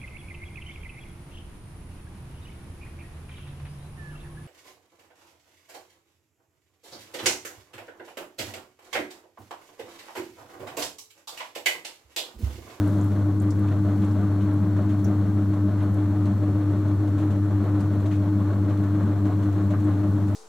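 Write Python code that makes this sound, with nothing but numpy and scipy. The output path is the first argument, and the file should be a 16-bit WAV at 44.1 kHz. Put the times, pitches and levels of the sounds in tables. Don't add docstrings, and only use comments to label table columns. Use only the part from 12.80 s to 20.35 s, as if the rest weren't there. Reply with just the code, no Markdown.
import sys
import numpy as np
from scipy import signal
from scipy.fft import irfft, next_fast_len
from scipy.io import wavfile
from scipy.ndimage import uniform_filter1d

SR = 44100
rng = np.random.default_rng(int(sys.argv[2]) if len(sys.argv) > 2 else 0)


def unload_wav(signal):
    wavfile.write(
        sys.argv[1],
        SR,
        np.round(np.clip(np.atleast_2d(signal).T, -1, 1) * 32767).astype(np.int16),
    )


N = 332955
TIME = np.arange(N) / SR
HUM_HZ, THROB_HZ, PULLEY_HZ, HEAD_HZ = 100.035, 4.665, 6.672, 1.84

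# harmonic, level/dB, lag/rad, throb/dB, its peak t/s, ripple/dB, its peak t/s, head swell/dB
HUM_PARTIALS = [(1, -23, 0.24, 0.34, 0.038, 0.55, 0.028, -0.17),
                (3, -29.5, 1.68, 1.5, .21, 1.7, 0.055, 1.56), (4, -56, 1.2, 6, 0.12, 0, 0.031, -0.5)]
# f/Hz, level/dB
DRIVE_TONES = [(79.2, -48), (84, -45), (93.3, -47.5), (113.4, -47), (114, -47.5), (142, -50), (981, -64),
               (1091, -61.5), (1185, -65.5), (1599, -71), (4339, -76.5), (7510, -87), (12500, -91)]
# f/Hz, level/dB
HOUSING_TONES = [(195.4, -40), (200.2, -37)]
# t/s, gain/dB
HOUSING_GAIN = [(0, 1), (.7, 2), (2.45, 4), (2.8, 1), (3.6, 1.5), (4.2, -3), (4.6, 0.5), (7.55, 2)]
# f/Hz, width/Hz, level/dB, swell per pulley turn/dB, its peak t/s
FRAME_MODES = [(110, 13, -44, -1, 0.02), (137, 19, -43, 1.5, 0.16), (179.5, 16, -41, 3, 0.07),
               (198.8, 12.3, -41.5, 4.5, 0.036), (217.3, 15, -40.5, -1.5, 0.068),
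               (265, 33, -43.5, 0.5, 0.069), (307.4, 6.1, -36.5, 1.6, 0.034),
               (371.7, 16.4, -47.5, 1.1, .064), (407.3, 10, -54, -3, 0.076), (467, 16, -60, 9, 0.1),
               (607, 24.3, -49, 2, 0.05), (715, 30, -55, 8, 0.07), (855, 20, -59, 1.5, 0.086),
               (979, 14, -65, -2.5, .055), (1087, 79, -55.5, 2.5, 0.059), (1194, 24, -57.5, 5, 0.093),
               (1319, 15, -60.5, 0.5, 0.046), (1476, 24, -60.5, 0, 0.066), (1590, 14, -73, 2, 0.073),
               (3395, 60, -79, 5, 0.043), (4355, 90, -77.5, -2, 0.084), (6560, 160, -76.5, 0, .06),
               (7580, 260, -77, -0.5, 0.077)]
# t/s, relative level/dB
DRIVE_DRAG = [(0, 0), (2.5, -1.1), (3.3, 0), (4.1, 0), (5.4, 0.4), (7.55, 0)]
# f/Hz, relative density/dB
GRIND_SPECTRUM = [(20, -18), (55, -2.5), (90, -3), (340, 5), (500, 0), (800, -5.5), (1400, -8.5),
                  (1800, -14.5), (2600, -25.5), (4300, -28), (4800, -45.5), (6300, -39), (9000, -45),
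                  (16000, -53)]
# f/Hz, relative density/dB
GROAN_SPECTRUM = [(400, -30), (560, -9), (610, 3.5), (665, -4), (720, -9.5), (800, -18), (1300, -20.5),
                  (2500, -56.5), (16000, -91.5)]
# peak t/s, level/dB
PULLEY_CATCHES = [(.18, -42), (1.11, -39), (1.99, -41), (3.17, -41), (3.47, -41), (5.27, -40), (6.48, -36),
                  (6.92, -40)]
# f/Hz, left-right correlation
STEREO_CORRELATION = [(30, .85), (100, 0.94), (300, 0.98), (600, 0.94), (1200, 0.85), (2200, 0.67),
                      (4000, 0.62), (8000, 0.25)]
# t/s, level/dB
SLIDE_LEVEL = [(0, -56), (.2, -60), (.35, -63), (.5, -71), (1.0, -68), (1.25, -62), (1.5, -78.5),
               (6.6, -77), (7.0, -69), (7.55, -64)]
# f/Hz, relative density/dB
SLIDE_SPECTRUM = [(1500, -19.5), (3500, 3.5), (4900, -2), (6500, 0.5), (9000, -3), (12000, -4), (16000, -9)]
# t/s, level/dB, f/Hz, half-width/oct, T60/s
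SLIP_TICKS = [(.077, -38.5, 9500, .35, 0.013), (.212, -44, 7200, .16, .025), (.242, -45, 11000, .22, .025),
              (.600, -44, 7650, 0.26, .03), (.619, -44, 10600, .55, .018), (.704, -42.5, 5970, 0.58, .06),
              (.792, -48, 10000, 0.63, .025), (1.247, -48, 7660, .18, .03), (1.31, -52, 5000, .25, .04),
              (1.736, -52, 10400, .16, .03), (2.244, -34.5, 11400, 0.85, .012),
              (2.244, -44.5, 6150, 0.2, 0.073), (3.025, -54, 10400, .14, .04),
              (3.141, -47, 9500, .5, 0.023), (5.005, -48, 6000, .8, .05), (6.906, -53, 7200, .25, .05),
              (7.043, -49, 7900, .1, .03)]
# t/s, level/dB, decay/s, tilt/(dB/oct)
HAND_SCUFFS = [(0.884, -46, 0.0097, -7), (0.914, -49, .025, -10), (1.216, -50, .045, -7),
               (1.606, -49, 0.039, -7), (1.965, -50, 0.015, -6), (2.091, -50, 0.042, -5.5),
               (3.0, -46, 0.031, -11), (3.454, -50.5, 0.017, -3), (4.379, -52.5, 0.052, -3),
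               (4.504, -50, .025, -5), (4.995, -53, 0.049, -4), (5.257, -46.5, 0.02, -4.5),
               (5.311, -45, 0.046, -7), (5.894, -49, .03, -7), (6.041, -49, .03, -21),
               (6.454, -51, .025, -4), (6.625, -55, 0.036, -1.5), (6.903, -47.5, .03, -7),
               (6.935, -39, 0.032, -24)]
# f/Hz, relative density/dB
SCUFF_SPECTRUM = [(400, -9), (1200, 3), (2500, 2), (4200, 1.5), (4900, -6), (6500, 1.5), (10000, -4.5),
                  (16000, -15)]
# f/Hz, relative density/dB
HISS_SPECTRUM = [(100, 4), (2000, -4), (4300, 4.5), (4900, -0.5), (5600, 4), (7100, 0), (7600, 2.5),
                 (8500, -1), (12300, -2), (12900, 1.5), (13600, -3), (16000, -1.5)]


def motor(lag_peak_s=0.1204, head_load_s=0.069):
    sag = ((1 + cycle(THROB_HZ, lag_peak_s)) / 2) ** 4
    out = np.zeros(N)
    for harmonic, db, lag_rad, throb_db, throb_s, ripple_db, ripple_s, head_db in HUM_PARTIALS:
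        swing_db = throb_db * cycle(THROB_HZ, throb_s) + ripple_db * cycle(2 * THROB_HZ, ripple_s)
        swing_db += head_db * cycle(HEAD_HZ, head_load_s)
        out += amp(db + swing_db) * np.cos(2 * np.pi * harmonic * HUM_HZ * TIME - lag_rad * sag)
    for hz, db in DRIVE_TONES + HOUSING_TONES:
        out += amp(db) * housing(hz) * np.sin(2 * np.pi * (hz * TIME + rng.random()))
    return np.sqrt(2) * out


def housing(hz, centre_hz=198, width_hz=40, swell_db=0.9, peak_s=0.19):
    level_db = curve(HOUSING_GAIN) + swell_db * cycle(HEAD_HZ, peak_s)
    return amp(level_db * np.exp(-((hz - centre_hz) / width_hz) ** 2))


def pulley_shake(depth=0.8):
    drag = curve(DRIVE_DRAG) + 1.39 * wander(top_hz=5)
    jolts = uniform_filter1d(uniform_filter1d(rng.standard_normal(N), size=900), size=400)
    lumps = unit(jolts - uniform_filter1d(jolts, size=3500))
    surface = unit(sum(cycle(k * PULLEY_HZ, rng.random()) / np.sqrt(k) for k in range(5, 32)))
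    ripple = 1.5 * cycle(16 * PULLEY_HZ, 0)
    return depth * (drag + lumps + surface + ripple)


def frame(shake_db, full_shake_hz=800):
    out = np.zeros((2, N))
    smooth_db = uniform_filter1d(shake_db, size=800)
    for hz, width_hz, db, swell_db, peak_s in FRAME_MODES:
        ring = noise(lambda f: 1 / np.sqrt(1 + (2 * (f - hz) / width_hz) ** 4))
        swing_db = swell_db * cycle(PULLEY_HZ, peak_s) + smooth_db * min(hz / full_shake_hz, 1)
        out += amp(db) * housing(hz) * ring * unit(amp(swing_db))
    return out


def grind(shake_db, level_db=-38.5, swell_db=1.23, peak_s=0.051):
    swing_db = shake_db + swell_db * cycle(PULLEY_HZ, peak_s)
    return amp(level_db) * unit(noise(lambda f: amp(lookup(GRIND_SPECTRUM, f))) * amp(swing_db))


def groans(level_db=-47.5, spread_db=2, first_s=0.038, jitter_s=0.011, length_s=0.08):
    turns_s = first_s + np.arange(int(N / SR * PULLEY_HZ) + 1) / PULLEY_HZ
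    scatter = rng.uniform(-np.sqrt(3), np.sqrt(3), (len(turns_s), 2))
    bursts = [(s + jitter_s * late, level_db + spread_db * loud)
              for s, (late, loud) in zip(turns_s, scatter)]
    power, swell = np.zeros((1, N)), np.hanning(round(length_s * SR))[None]
    for s, db in bursts + PULLEY_CATCHES:
        add(power, s - length_s / 2, (amp(db) * swell) ** 2)
    return np.sqrt(power) * noise(lambda f: amp(lookup(GROAN_SPECTRUM, f)))


def slide(grain_db=2.5):
    grains = unit(uniform_filter1d(rng.standard_normal(N), size=70))
    friction = noise(lambda f: amp(lookup(SLIDE_SPECTRUM, f)))
    return amp(curve(SLIDE_LEVEL)) * unit(friction * amp(grain_db * grains))


def ticks(rise_s=0.001, size=6000):
    out, t = np.zeros((2, N)), np.arange(size) / SR
    for s, db, hz, width_oct, t60_s in SLIP_TICKS:
        burst = noise(lambda f: 1 / (1 + (np.log2((f + 1) / hz) / width_oct) ** 4), size=size)
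        envelope = (1 - np.exp(-t / rise_s)) * np.exp(-np.log(1000) * t / t60_s)
        add(out, s, amp(db) * burst * envelope)
    return out


def scuffs(faint_per_s=1.5, faint_db=-54.5, faint_decay_s=0.017, faint_db_per_oct=-2,
           pivot_hz=3000, rise_s=0.00085, size=12000):
    out, t = np.zeros((2, N)), np.arange(size) / SR
    onsets_s = TIME[rng.random(N) < faint_per_s / SR]
    faint = [(s, faint_db, faint_decay_s, faint_db_per_oct) for s in onsets_s]
    for s, db, decay_s, db_per_oct in HAND_SCUFFS + faint:
        def colour(f):
            octaves = np.log2(np.maximum(f, pivot_hz / 2) / pivot_hz)
            return amp(lookup(SCUFF_SPECTRUM, f) + db_per_oct * octaves)
        envelope = (1 - np.exp(-t / rise_s)) * np.exp(-(t / decay_s) ** 2)
        add(out, s, amp(db) * noise(colour, size=size) * envelope)
    return out


def room(x, t60_s=0.19, predelay_s=0.004, density=0.06, size=12000):
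    t = np.arange(size) / SR
    taps = rng.standard_normal((2, size)) * (rng.random((2, size)) < density) * (t > predelay_s)
    taps *= np.exp(-np.log(1000) * t / t60_s)
    return signal.fftconvolve(x, taps / np.linalg.norm(taps[0]), axes=1)[:, :N]


def hiss(level_db=-59, correlation=0.077):
    return amp(level_db) * noise(lambda f: amp(lookup(HISS_SPECTRUM, f)), [(0, correlation)])


def noise(colour, correlation=STEREO_CORRELATION, size=N):
    length = next_fast_len(size, True)
    hz = np.fft.rfftfreq(length, 1 / SR)
    mid, side = rng.standard_normal((2, 2 * len(hz))).view(complex)
    rho = np.clip(lookup(correlation, hz), -1, 1)
    mid, side = mid * np.sqrt(1 + rho), side * np.sqrt(1 - rho)
    spectrum = np.array([mid + side, mid - side]) * colour(hz)
    return unit(irfft(spectrum, length)[:, :size])


def wander(top_hz, count=24):
    t = np.append(TIME[::100], TIME[-1])
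    rates_hz = np.linspace(top_hz / count, top_hz, count)
    waves = sum(np.cos(2 * np.pi * (hz * t + rng.random())) for hz in rates_hz)
    return unit(np.interp(TIME, t, waves))


def cycle(hz, peak_s):
    return np.cos(2 * np.pi * hz * (TIME - peak_s))


def lookup(rows, hz):
    f, value = np.transpose(rows)
    return np.interp(np.log(hz + 1), np.log(f + 1), value)


def curve(rows):
    return np.interp(TIME, *np.transpose(rows))


def amp(db):
    return 10 ** (np.asarray(db) / 20)


def unit(x):
    return x / np.sqrt(np.mean(x ** 2) + 1e-20)


def add(mix, start_s, sound):
    part = mix[:, max(round(start_s * SR), 0):][:, :sound.shape[1]]
    part += sound[:, :part.shape[1]]


def scene(left_db=1.5, room_db=-7):
    shake_db = pulley_shake()
    wheel = motor() + frame(shake_db) + grind(shake_db) + groans()
    pan = amp([[left_db / 2], [-left_db / 2]])
    hands = slide() + ticks() + scuffs()
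    return wheel * pan + hands + hiss() + amp(room_db) * room(hands)


def record(dry, cutoff_hz=15780):
    lowpass = signal.firwin(1023, cutoff_hz, window=("kaiser", 9), fs=SR)
    return signal.oaconvolve(dry, lowpass[None], "same")


dry = scene()
out = record(dry)
unload_wav(out)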